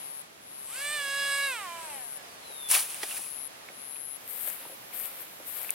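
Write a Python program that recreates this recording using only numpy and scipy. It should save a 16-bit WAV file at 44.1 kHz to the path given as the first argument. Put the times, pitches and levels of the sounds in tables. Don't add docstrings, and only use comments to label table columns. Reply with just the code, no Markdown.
import sys
import numpy as np
from scipy import signal
from scipy.fft import rfft, irfft, next_fast_len
from scipy.io import wavfile
from scipy.ndimage import uniform_filter1d, map_coordinates

SR = 44100
rng = np.random.default_rng(int(sys.argv[2]) if len(sys.argv) > 2 else 0)


def linear_from_db(decibels):
    return 10 ** (np.asarray(decibels, float) / 20)


def wav_out(sig):
    wavfile.write(sys.argv[1], SR, np.round(np.clip(np.atleast_2d(sig).T, -1, 1) * 32767).astype(np.int16))


N = 253134
T = np.arange(N) / SR

# time in # seconds, level in dB.
BREEZE_LEVEL = [(0, -48.5), (.24, -50), (.28, -53.5), (.5, -51.5), (.8, -49.5), (1.6, -45), (2.2, -48.5),
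                (2.6, -48.5), (2.9, -46.5), (3.3, -49.5), (3.65, -49.5), (4.2, -50.5), (4.75, -49),
                (5.0, -50), (5.74, -48.5)]
# frequency in Hz, dB per Hz.
RUMBLE = [(12, -60), (20, -27), (124, -7), (203, -3.5), (231, -4.5), (325, -2.5), (600, -9), (780, -48),
          (1320, -120)]
BREEZE = [(180, -18.5), (300, -12.5), (448, -5), (653, -1.5), (1220, -3), (1420, -5.5), (2230, -5.5),
          (6000, -13.5), (7800, -19), (13200, -120)]
HISS = [(2350, -16), (4000, -3.5), (4310, -6), (4670, -7.5), (9310, -2.5), (10400, -2), (11700, -5),
        (15800, -10.5)]
# frequency in Hz, left-right likeness (-1 to 1).
ALIKE = [(30, 0.5), (70, 0.86), (150, 0.87), (380, 0.018), (950, -0.47), (2380, -0.16), (5980, -0.33),
         (15000, 0.21)]
# frequency in Hz, left-right in dB.
BREEZE_SHADE = [(800, 0), (1600, -3), (3500, -3), (6000, 0)]
RUMBLE_DB, HISS_DB, HISS_GROWS = -62, -54, 1.2
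GUST_DB = .8
STIRRED_DB, STIRRED_HISS_DB = -13, -17

# start in seconds, end in seconds, top level in dB, left-right in dB,
# lower wing mode in dB.
CRICKET = [
    (-.2, 0.215, -43.5, 7.5, -9.5),
    (.41, 0.853, -43.5, 7.5, -13),
    (1.1, 1.519, -41.5, 7, -11),
    (1.76, 2.175, -42.5, 8.5, -14),
    (2.41, 2.723, -42.5, 11.5, -15.5),
    (3.07, 3.473, -40, 24, -21),
    (3.71, 4.165, -41.5, 18, -14),
    (4.42, 4.747, -52.5, 10, -4),
]
WARM_UP_DB, WARM_UP_S, STOP_S = 20, 0.076, 0.0096
WING_HZ, WARM_UP_HZ = 11045, 240
FACING, TURNED, TURN_S = 2.8, .9, 2.9

# time in seconds, level in dB, lag of the ground echo in ms.
APPROACH = [(.68, -68, .04), (.74, -60, .02), (.8, -51, 0.027), (.86, -44, 0.055), (.95, -43, 0.034),
            (1.03, -43.5, 0.052), (1.2, -40.5, 0.028), (1.36, -39, 0.047), (1.46, -39, 0.06),
            (1.52, -41.5, 0.052), (1.6, -47, 0.04), (1.69, -47.5, 0.26), (1.83, -49.5, 0.34),
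            (1.98, -55.5, 0.35), (2.06, -65, 0.38), (2.4, -69, 0.49), (2.7, -67, 1)]
# time in seconds, rate in Hz.
SPEED = [(0.684, 345), (0.748, 494), (0.786, 543), (0.836, 577), (0.944, 602), (1.002, 570), (1.065, 554),
         (1.2, 560), (1.464, 558.4), (1.516, 519.5), (1.6, 414), (1.684, 343), (1.83, 328), (2.03, 244),
         (2.18, 191), (2.35, 160), (2.55, 135), (2.7, 122.5)]
# order, level in dB.
BLADE = [(1, -11.5), (2, -7), (3, 4), (4, -7), (5, -3), (6, -4.5), (7, -7), (8, -11), (9, -8), (10, -17.5),
         (11, -17), (12, -14.5), (13, -32), (14, -12), (15, -16), (16, -18)]
# order, time in seconds,
# width in seconds, gain in dB.
LOBES = [(4, 0.86, 0.15, 7.5), (4, 1.194, 0.055, -4), (4, 1.414, 0.096, 5.5), (3, 0.87, 0.082, -1),
         (3, 1.546, 0.077, -6), (5, 0.91, 0.052, -2.5), (5, 1.526, 0.039, 3), (6, 0.93, 0.053, 1.5),
         (6, 1.46, 0.09, -10), (7, 1.01, 0.053, -2.5), (7, 1.447, 0.043, 6), (9, 0.89, 0.064, -11),
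         (7, 1.4, 0.0355, -0.5), (7, 1.72, 0.05, 5), (10, 1.9, 0.09, -8), (9, 1.72, .06, -1),
         (8, 1.95, .07, 6), (7, 1.95, .06, 4), (10, .97, 0.065, -4), (6, 2.0, .08, 0), (4, 2.25, 0.29, 14),
         (7, 2.07, 0.088, 11), (3, 2.37, 0.13, -20), (5, 0.76, 0.031, 7.5), (11, 1.1, 0.36, -17),
         (9, .78, .04, 7.5), (8, 0.8, 0.044, 3), (7, .72, 0.044, -8), (6, 0.76, 0.034, 0),
         (13, 1.53, .07, 13), (8, 1.76, .05, -12), (6, 1.81, 0.081, -13), (9, 1.84, .04, -18),
         (5, 2.02, 0.11, -11), (11, 2.03, .12, 15), (9, 2.2, 0.05, 13), (10, 2.2, .08, 13),
         (7, 2.35, .1, 14), (14, 1.2, .04, -2), (9, 2.0, .05, 0), (9, 1.52, 0.057, -7),
         (10, 0.81, 0.093, -7), (9, 0.96, 0.033, -5), (11, 1.95, 0.037, 7), (10, 2.1, 0.043, 8),
         (8, 2.13, .1, 4), (3, 0.66, .03, 0), (1, 0.825, 0.045, 3.5), (5, 1.38, 0.066, -1),
         (7, 1.83, .06, -4)]
# frequency in Hz, dB per Hz.
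WASH = [(400, -47), (700, -10), (1950, -6), (2800, 0.5), (4100, -6), (6500, -6), (8500, 4.5), (12000, -3),
        (15500, -12)]
# peak in seconds, level in dB,
# rise in seconds, fall in seconds to -20 dB.
SWITCH = [
    (.67, -56, .04, .5),
    (.91, -40, .2, .24),
    (1.34, -39, .16, .12),
    (1.53, -48, .08, .14),
    (1.83, -53, .1, .25),
    (1.95, -55, .15, .025),
]
# peak in seconds, level in dB,
# rise in seconds, fall in seconds to -20 dB.
WHINE = [
    (2.17, -66, .06, .2),
    (2.25, -68, .2, .2),
    (2.31, -61, .08, .12),
    (2.46, -59, .03, .5),
    (2.62, -51.5, .24, 1.5),
    (2.698, -52, .3, .01),
]
GROUND_ECHO = 0.44
AIR_DB, AIR_DB_PER_OCTAVE, FULL_HZ = -39, 14, 586
SWITCH_HZ = 8207
MAGNETS = 27.85
PLANE_LAG_US = 26

# time in seconds, peak in dB, ring in Hz, left-right in dB.
SNAPS = [(2.284, -37, 9500, 2), (2.6868, -27, 10500, 3), (2.7028, -16, 10500, 4), (2.7113, -11, 9900, 5),
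         (2.7143, -10.5, 10270, 4), (2.7438, -7, 9770, 3), (2.9442, -19, 9000, .6), (3.032, -24, 10300, 3),
         (3.1258, -25, 10800, 3), (3.127, -25, 8500, 2), (3.1744, -29, 11000, 1.5),
         (4.2772, -27, 12900, 8.5), (4.3, -26, 12800, 9), (4.373, -26, 12500, 9), (4.4324, -23, 12300, 9),
         (4.4707, -24, 12000, 9), (4.4764, -19, 9500, 6), (4.4842, -19, 12500, 12),
         (4.4881, -23, 12500, 10), (4.4912, -22, 12500, 10), (4.4963, -26, 12000, 9),
         (4.5006, -18, 10000, 7), (4.944, -26, 12400, 10), (4.975, -23, 12800, 10),
         (4.9915, -22, 12100, 10), (4.9988, -20, 13000, 10), (5.0562, -20, 12800, 8),
         (5.2094, -34, 11500, 8), (5.568, -25, 12500, 10), (5.575, -22, 12800, 10),
         (5.5844, -24, 12100, 10), (5.6155, -22, 12100, 8.5), (5.631, -19, 12800, 7),
         (5.647, -25, 11500, 7)]
SNAP_T60_S = .003
# time in seconds, peak in dB, ring in Hz,
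# t60 in seconds, left-right in dB.
STALK = [
    (5.7027, -21, 9500, .003, 6),
    (5.705, -6, 9600, .0024, 10),
    (5.705, -10, 13000, .0024, 8),
]
# time in seconds, peak in dB, ring in Hz, t60 in seconds,
# left-right in dB.
THUDS = [(2.5, -45.5, 660, 0.05, -2.0), (3.7, -41, 600, .02, 0), (3.14, -48, 780, .05, 0),
         (3.19, -46, 780, .04, 0), (4.658, -45.5, 400, 0.046, 0.5), (4.652, -46, 940, 0.045, 0),
         (5, -45, 1800, 0.033, 2), (4.695, -43, 540, 0.051, 0), (5.4, -45, 520, 0.059, 0),
         (4.72, -45, 550, 0.08, 0.0), (5.4, -43, 610, 0.048, 0), (4.905, -47.5, 790, .02, -1),
         (6.2, -33, 600, 0.013, 4)]
# time in seconds, peak in dB, ring in Hz,
# t60 in seconds, left-right in dB.
TUFTS = [(2.7, -33, 2730, .02, -11), (2.7143, -27, 2300, 0.015, -9), (2.723, -26, 3970, .008, 1),
         (2.736, -23.5, 1050, 0.013, 0), (2.749, -17.5, 2510, 0.014, -6), (2.751, -29, 1180, 0.011, 0),
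         (2.764, -22, 1270, 0.011, 2), (2.77, -30, 810, 0.022, 0), (2.802, -37, 890, .02, 0),
         (2.775, -38, 3320, 0.0089, 0), (2.794, -29, 4300, .016, 9)]
# time in seconds, peak in dB, ring in Hz,
# t60 in seconds, left-right in dB.
KNOCKS = [(2.8954, -55, 2680, 0.011, -9), (2.945, -34, 2660, 0.0065, -17), (3.0964, -46, 2750, 0.0089, -32),
          (3.1097, -35, 2900, 0.02, 5), (3.1147, -36.5, 2730, 0.057, -9), (3.1266, -42, 2370, 0.014, -1.0),
          (3.1462, -43, 2500, .025, -2), (3.1666, -41, 1750, 0.017, -5), (3.1666, -41, 2450, .03, -4),
          (3.1755, -36, 1800, 0.012, -6), (3.243, -44, 2700, .03, -3), (3.263, -42, 2300, 0.022, -3),
          (3.3762, -43, 2620, .02, -2), (3.687, -39, 2250, 0.017, -10), (3.957, -46, 2500, 0.034, -12),
          (3.958, -49, 3140, .025, -5), (3.994, -57, 1900, .015, 0), (4.4764, -39, 3000, 0.017, 7),
          (4.5002, -36, 1830, 0.0092, 1.5), (4.929, -41, 2130, .015, 1), (5.446, -42, 2200, 0.013, .5),
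          (5.6466, -35, 2290, 0.014, 5), (5.7047, -35, 3400, .005, 0)]
# time in seconds,
# peak in dB, ring in Hz, t60 in seconds, left-right in dB.
HOLLOW = [(3.0306, -26, 870, 0.013, -2), (3.031, -34, 1400, 0.0052, 2), (3.0315, -30, 4100, .007, 0),
          (3.043, -41, 846, 0.018, 0), (3.031, -25.5, 1930, 0.026, -10), (3.031, -30, 2350, 0.017, -10),
          (3.031, -28, 3320, .014, 8), (3.0322, -25, 5200, .006, -4), (3.031, -26.5, 417, 0.024, 6),
          (3.0352, -31, 800, 0.025, 11), (3.0352, -32.5, 680, 0.029, 12), (3.686, -38, 2600, 0.01, 0),
          (3.6865, -43, 850, 0.011, 0), (3.686, -42, 560, .014, -3), (3.686, -39, 1950, .012, -3),
          (3.6865, -37, 2250, 0.014, -3), (4.4765, -31, 646, 0.014, 2), (4.4762, -34, 1500, 0.0067, 2),
          (5.646, -37, 700, .012, -2), (5.585, -41, 1200, .012, 0), (5.6918, -37, 2430, 0.015, -23),
          (5.6937, -21.5, 2450, 0.0082, -9), (5.6937, -40, 3200, 0.005, -10), (5.698, -40, 2280, .02, -8)]

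# peak in seconds, rise in seconds, fall in seconds,
# hiss in dB, body in dB.
SLIDE = [
    (2.688, 0.0015, 0.1, -35.5, -48),
    (2.704, .02, .05, -30, -40),
    (2.714, 0.017, 0.11, -23, -31),
    (2.747, 0.034, 0.098, -24, -26),
    (2.8, 0.041, 0.11, -32.5, -47),
    (2.902, 0.057, 0.24, -40.5, -45.5),
    (3.035, 0.027, 0.027, -39.5, -36),
    (3.115, 0.31, .08, -40, -45.5),
    (3.179, 0.12, 0.025, -37.5, -44),
    (3.22, 0.38, 0.27, -43.5, -50),
]
# frequency in Hz, dB per Hz.
SLIDE_HISS = [(2650, -37), (4500, -16), (7690, -10), (8630, -5.5), (10100, -1), (11100, -0.5),
              (12300, -11.5), (15800, -10)]
SLIDE_BODY = [(280, -57), (480, -18), (764, -6), (1940, -5.5), (2130, -4.5), (2420, -0.5), (2960, -2),
              (6000, -8.5), (7800, -34), (13200, -120)]
# frequency in Hz, left-right in dB.
SLIDE_SHADE = [(6000, -1), (8000, 0), (10000, 3), (11000, 3), (12300, -1), (14000, -4.5)]

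# peak in seconds, rise in seconds, fall in seconds, hiss in dB, scuff in dB.
FEET = [(3.94, 0.59, 0.5, -56, -58.5), (4.295, 0.069, 0.93, -42.5, -55), (4.466, 0.3, 0.23, -38, -48),
        (4.477, 0.016, 0.037, -38, -45), (4.65, 0.66, 0.15, -67, -50), (4.936, 0.029, 0.62, -43.5, -49),
        (4.995, 0.12, 0.22, -40.5, -55), (5.052, 0.11, 0.1, -42.5, -46.5), (5.22, 0.31, .07, -43.5, -52.5),
        (5.33, 0.35, 0.36, -52, -59.5), (5.47, 0.031, 1, -42, -60), (5.58, 0.17, 0.53, -42.5, -46.5),
        (5.706, 0.017, 0.072, -64, -63)]
# frequency in Hz, dB per Hz.
BLADES_HISS = [(3530, -61), (6000, -41), (7080, -17), (7800, -14.5), (9030, -9), (12500, -1.5), (14700, -4),
               (15800, -9)]
SCUFF = [(250, -26), (500, -1.5), (1000, -6), (2200, -3.5), (3500, -7), (6000, -17), (7000, -55)]
# frequency in Hz, left-right in dB.
FEET_SHADE = [(8000, -3.5), (10000, -3), (11200, -1), (12300, 1), (14000, -5.5)]
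STEP_PAN_DB, PAN_PER_DB = 12, 4.5


def unit(x):
    return x / np.sqrt(np.mean(x ** 2) + 1e-20)


def along(points, hz):
    f, v = np.transpose(points)
    return np.interp(np.log(hz + 1), np.log(f + 1), v)


def curves(rows):
    s, *cols = np.transpose(rows)
    gate = np.clip(np.minimum(T - s[0] + .01, s[-1] + .01 - T) / .01, 0, 1)
    return [gate] + [np.interp(T, s, c) for c in cols]


def wobble(rate):
    knots = rng.standard_normal(int(N * rate / SR) + 4)
    return map_coordinates(knots, [T * rate])


def swells(peaks, rises, falls, tops):
    lag = T - np.array(peaks)[:, None]
    rising = -lag / np.abs(rises)[:, None]
    falling = lag / np.abs(falls)[:, None]
    slope = np.where(lag < 0, rising, falling)
    power = np.sum(linear_from_db(2 * np.array(tops)[:, None] - 40 * slope), 0)
    return 10 * np.log10(power + 1e-14)


def panned(x, pan_db):
    return x * np.array([linear_from_db(pan_db / 2 + 0 * T), linear_from_db(-pan_db / 2 + 0 * T)])


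def rush(spectrum, alike, crackle=0, lag_us=0, shade=((1000, 0),)):
    m = next_fast_len(N + 8192)
    hz = np.fft.rfftfreq(m, 1 / SR)
    grain_db = crackle * np.minimum(rng.exponential(size=N // 16 + 1), 5)
    grains = linear_from_db(grain_db).repeat(16)[:N]
    noise = rfft(rng.standard_normal((2, N)) * grains, m) * linear_from_db(along(spectrum, hz))
    turn = np.arccos(np.clip(along(alike, hz), -1, 1)) / 2
    mid, side = noise * [np.cos(turn), np.sin(turn)]
    late = np.exp(-2j * np.pi * hz * lag_us / 1e6)
    half = linear_from_db(along(shade, hz) / 2)
    return unit(irfft([(mid + side) * late * half, (mid - side) / half], m)[:, :N])


def wake_db():
    octaves = np.log2(curves(SPEED)[1] / FULL_HZ)
    return AIR_DB + AIR_DB_PER_OCTAVE * octaves - 150 * np.clip(.68 - T, 0, 1)


def field():
    _, breeze_db = curves(BREEZE_LEVEL)
    wake = linear_from_db(wake_db()) * (T < APPROACH[-1][0])
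    rumble = linear_from_db(RUMBLE_DB + 0.27 * wobble(21)) * rush(RUMBLE, ALIKE)
    breeze_gain = np.hypot(linear_from_db(breeze_db), linear_from_db(STIRRED_DB) * wake) * linear_from_db(GUST_DB * wobble(9.8))
    breeze = breeze_gain * rush(BREEZE, ALIKE, crackle=0.5, shade=BREEZE_SHADE)
    hiss_db = HISS_DB + HISS_GROWS * (breeze_db - breeze_db.mean())
    hiss_gain = np.hypot(linear_from_db(hiss_db), linear_from_db(STIRRED_HISS_DB) * wake)
    hiss = hiss_gain * linear_from_db(0.2 * wobble(7.9)) * rush(HISS, ALIKE)
    return rumble + breeze + hiss


def cricket():
    out = np.zeros((2, N))
    for start, end, top_db, pan_db, lower_db in CRICKET:
        cold = np.exp(-np.clip(T - start, 0, None) / WARM_UP_S)
        gate = (T > start) * np.clip(1 + (end - T) / STOP_S, 0, 1)
        db = top_db - WARM_UP_DB * cold
        wing_hz = WING_HZ - WARM_UP_HZ * cold ** 0.65
        turns = np.cumsum(140 * (1 + 0.0053 * wobble(60))) / SR
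        u = np.clip(turns % 1 / .66, 0, 1)
        stroke_db = 0.36 * rng.standard_normal(N // 100)[turns.astype(int)]
        size = linear_from_db(stroke_db + 1.56 * wobble(900))
        ring_hz = wing_hz + 400 * (.5 - u) + 30 * wobble(400)
        phase = 2 * np.pi * np.cumsum(ring_hz) / SR
        shape = np.sin(np.pi * u) ** 1.1 * size
        late = np.sin(np.pi * np.clip((turns % 1 - .55) / .45, 0, 1)) * size
        lower = linear_from_db(lower_db + 1.0) * late * np.sin(0.967 * phase)
        apart = FACING if start < TURN_S else TURNED
        ports = np.array([shape * np.sin(phase) + lower, shape * np.sin(phase + apart)])
        out += panned(gate * linear_from_db(db + 9.5) * ports, pan_db) * linear_from_db(-pan_db / 2 + 3.5)
    return out + chorus()


def chorus():
    spectrum = [(9800, -57), (10600, -4), (11300, 13), (11800, -25), (12500, -65)]
    level_db = -60.5 + 2.5 * wobble(18) - 5 * np.clip(3 - T, 0, 1)
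    return linear_from_db(level_db) * rush(spectrum, [(11000, -0.055)])


def blade_orders(hz, phase, level_db, lag_ms):
    late = 2 * np.pi * hz * [[PLANE_LAG_US / 1e6], [0]]
    tone = np.zeros((2, N))
    for k, db in BLADE:
        level = db + level_db + (0.4 + 0.08 * k) * wobble(22) + (.3 + .15 * k) * wobble(90)
        level -= 10 * np.log10(1 + (500 / (k * hz)) ** 16)
        for order, s, width, gain_db in LOBES:
            if round(order) == k:
                level += gain_db * np.exp(-((T - s) / width) ** 2)
        level -= 14 * max(k - 9, 0) * np.clip(1 - hz / 556, 0, .3)
        comb = np.abs(1 + GROUND_ECHO * np.exp(-2j * np.pi * k * hz * lag_ms / 1e3))
        jitter = (.15 + 0.024 * k) * wobble(70)
        wave = np.sin(k * (phase - late) + 0.38 * k + jitter)
        tone += panned(comb * linear_from_db(level) * wave, -3.5 + 0.5 * wobble(1.7))
    return tone


def turbulence(phase):
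    alike = [(500, 0.47), (3000, 1.0), (8000, .8), (11000, 0.34)]
    air = linear_from_db(wake_db()) * (1 + 0.11 * np.sin(phase)) * rush(WASH, alike, lag_us=24.4)
    return air * (T < APPROACH[-1][0])


def controller_tone(phase):
    s, db, rise, fall = np.transpose(SWITCH)
    tone = np.sin(2 * np.pi * SWITCH_HZ * T + .3 * wobble(26.9))
    return linear_from_db(swells(s, rise, fall, db)) * (1 + 0.16 * np.sin(phase)) * tone


def magnet_whine(hz):
    s, db, rise, fall = np.transpose(WHINE)
    level_db = swells(s, rise, fall, db) + 1.5 * wobble(39.65)
    return linear_from_db(level_db) * np.sin(2 * np.pi * MAGNETS * np.cumsum(hz) / SR)


def propeller():
    gate, level_db, lag_ms = curves(APPROACH)
    hz = uniform_filter1d(curves(SPEED)[1], size=1500)
    phase = 2 * np.pi * np.cumsum(hz * (1 + 0.001 * wobble(40))) / SR
    blades = gate * blade_orders(hz, phase, level_db, lag_ms)
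    motor = panned(controller_tone(phase) + gate * magnet_whine(hz), -5.5)
    return np.sqrt(2) * (blades + motor) + panned(turbulence(phase), -0.82)


def clicks(events, noisy, lag=0, lowest_hz=300):
    out = np.zeros((2, N + SR))
    t = np.arange(SR // 20) / SR
    for s, db, hz, t60, pan_db in events:
        one_cycle = np.sin(2 * np.pi * hz * t[:max(4, int(SR / hz))])
        crack = np.convolve(rng.standard_normal(len(t)), one_cycle, "same")
        ring = np.sin(2 * np.pi * hz * t) + noisy * unit(crack)
        blow = linear_from_db(db - 60 * t / max(t60, 1e-3)) * (1 - np.exp(-1.5 * hz * t)) * ring
        start = round((s + .0005) * SR)
        out[0, start:][:len(t)] += blow * linear_from_db(pan_db / 2)
        out[1, start + lag:][:len(t)] += blow * linear_from_db(-pan_db / 2)
    high_pass = signal.butter(4, lowest_hz, "high", fs=SR, output="sos")
    return signal.sosfilt(high_pass, out[:, :N])


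def snaps():
    stalks = [(s, db, hz, SNAP_T60_S, pan_db) for s, db, hz, pan_db in SNAPS]
    near_port = clicks(STALK, noisy=.2, lag=2, lowest_hz=7000)
    return clicks(stalks, noisy=.45, lag=1, lowest_hz=7000) + near_port


def blows():
    thuds = clicks(THUDS, noisy=0.85)
    hollow = clicks(HOLLOW, noisy=0.23)
    return thuds + hollow + clicks(KNOCKS + TUFTS, noisy=0.41)


def slide():
    *shape, hiss_tops, body_tops = np.transpose(SLIDE)
    hiss_alike = [(5000, .8), (11000, .8), (14000, .4)]
    scrape = rush(SLIDE_HISS, hiss_alike, crackle=.9, lag_us=19, shade=SLIDE_SHADE)
    hiss = linear_from_db(swells(*shape, hiss_tops) + 4) * scrape
    body = linear_from_db(swells(*shape, body_tops) - 0.9) * rush(SLIDE_BODY, [(1000, 0.87)], crackle=.8)
    return panned(hiss, 0.69) + panned(body, -1.2)


def feet():
    *shape, hiss_tops, scuff_tops = np.transpose(FEET)
    hiss_db = swells(*shape, hiss_tops)
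    pan_db = np.clip(STEP_PAN_DB + PAN_PER_DB * (hiss_db + 43.0), 3, 15)
    brush = rush(BLADES_HISS, [(8000, 0.37)], crackle=1.2, lag_us=-30, shade=FEET_SHADE)
    hiss = linear_from_db(hiss_db + 2.5) * brush
    scuff = linear_from_db(swells(*shape, scuff_tops) - 1.0) * rush(SCUFF, [(1000, 0.47)], crackle=1.4)
    return panned(hiss, pan_db) + panned(scuff, 0.12 * pan_db)


def scene():
    return field() + cricket() + propeller() + snaps() + blows() + slide() + feet()


def top_cut(x):
    return signal.sosfilt(signal.butter(12, 16840, fs=SR, output="sos"), x)


def record(dry):
    hz = np.fft.rfftfreq(N, 1 / SR)
    band = (hz < 15880) / np.sqrt(1 + (55 / (hz + 1)) ** 4)
    mix = irfft(rfft(dry) * band, N)
    return top_cut(mix)


dry = scene()
out = record(dry)
wav_out(out)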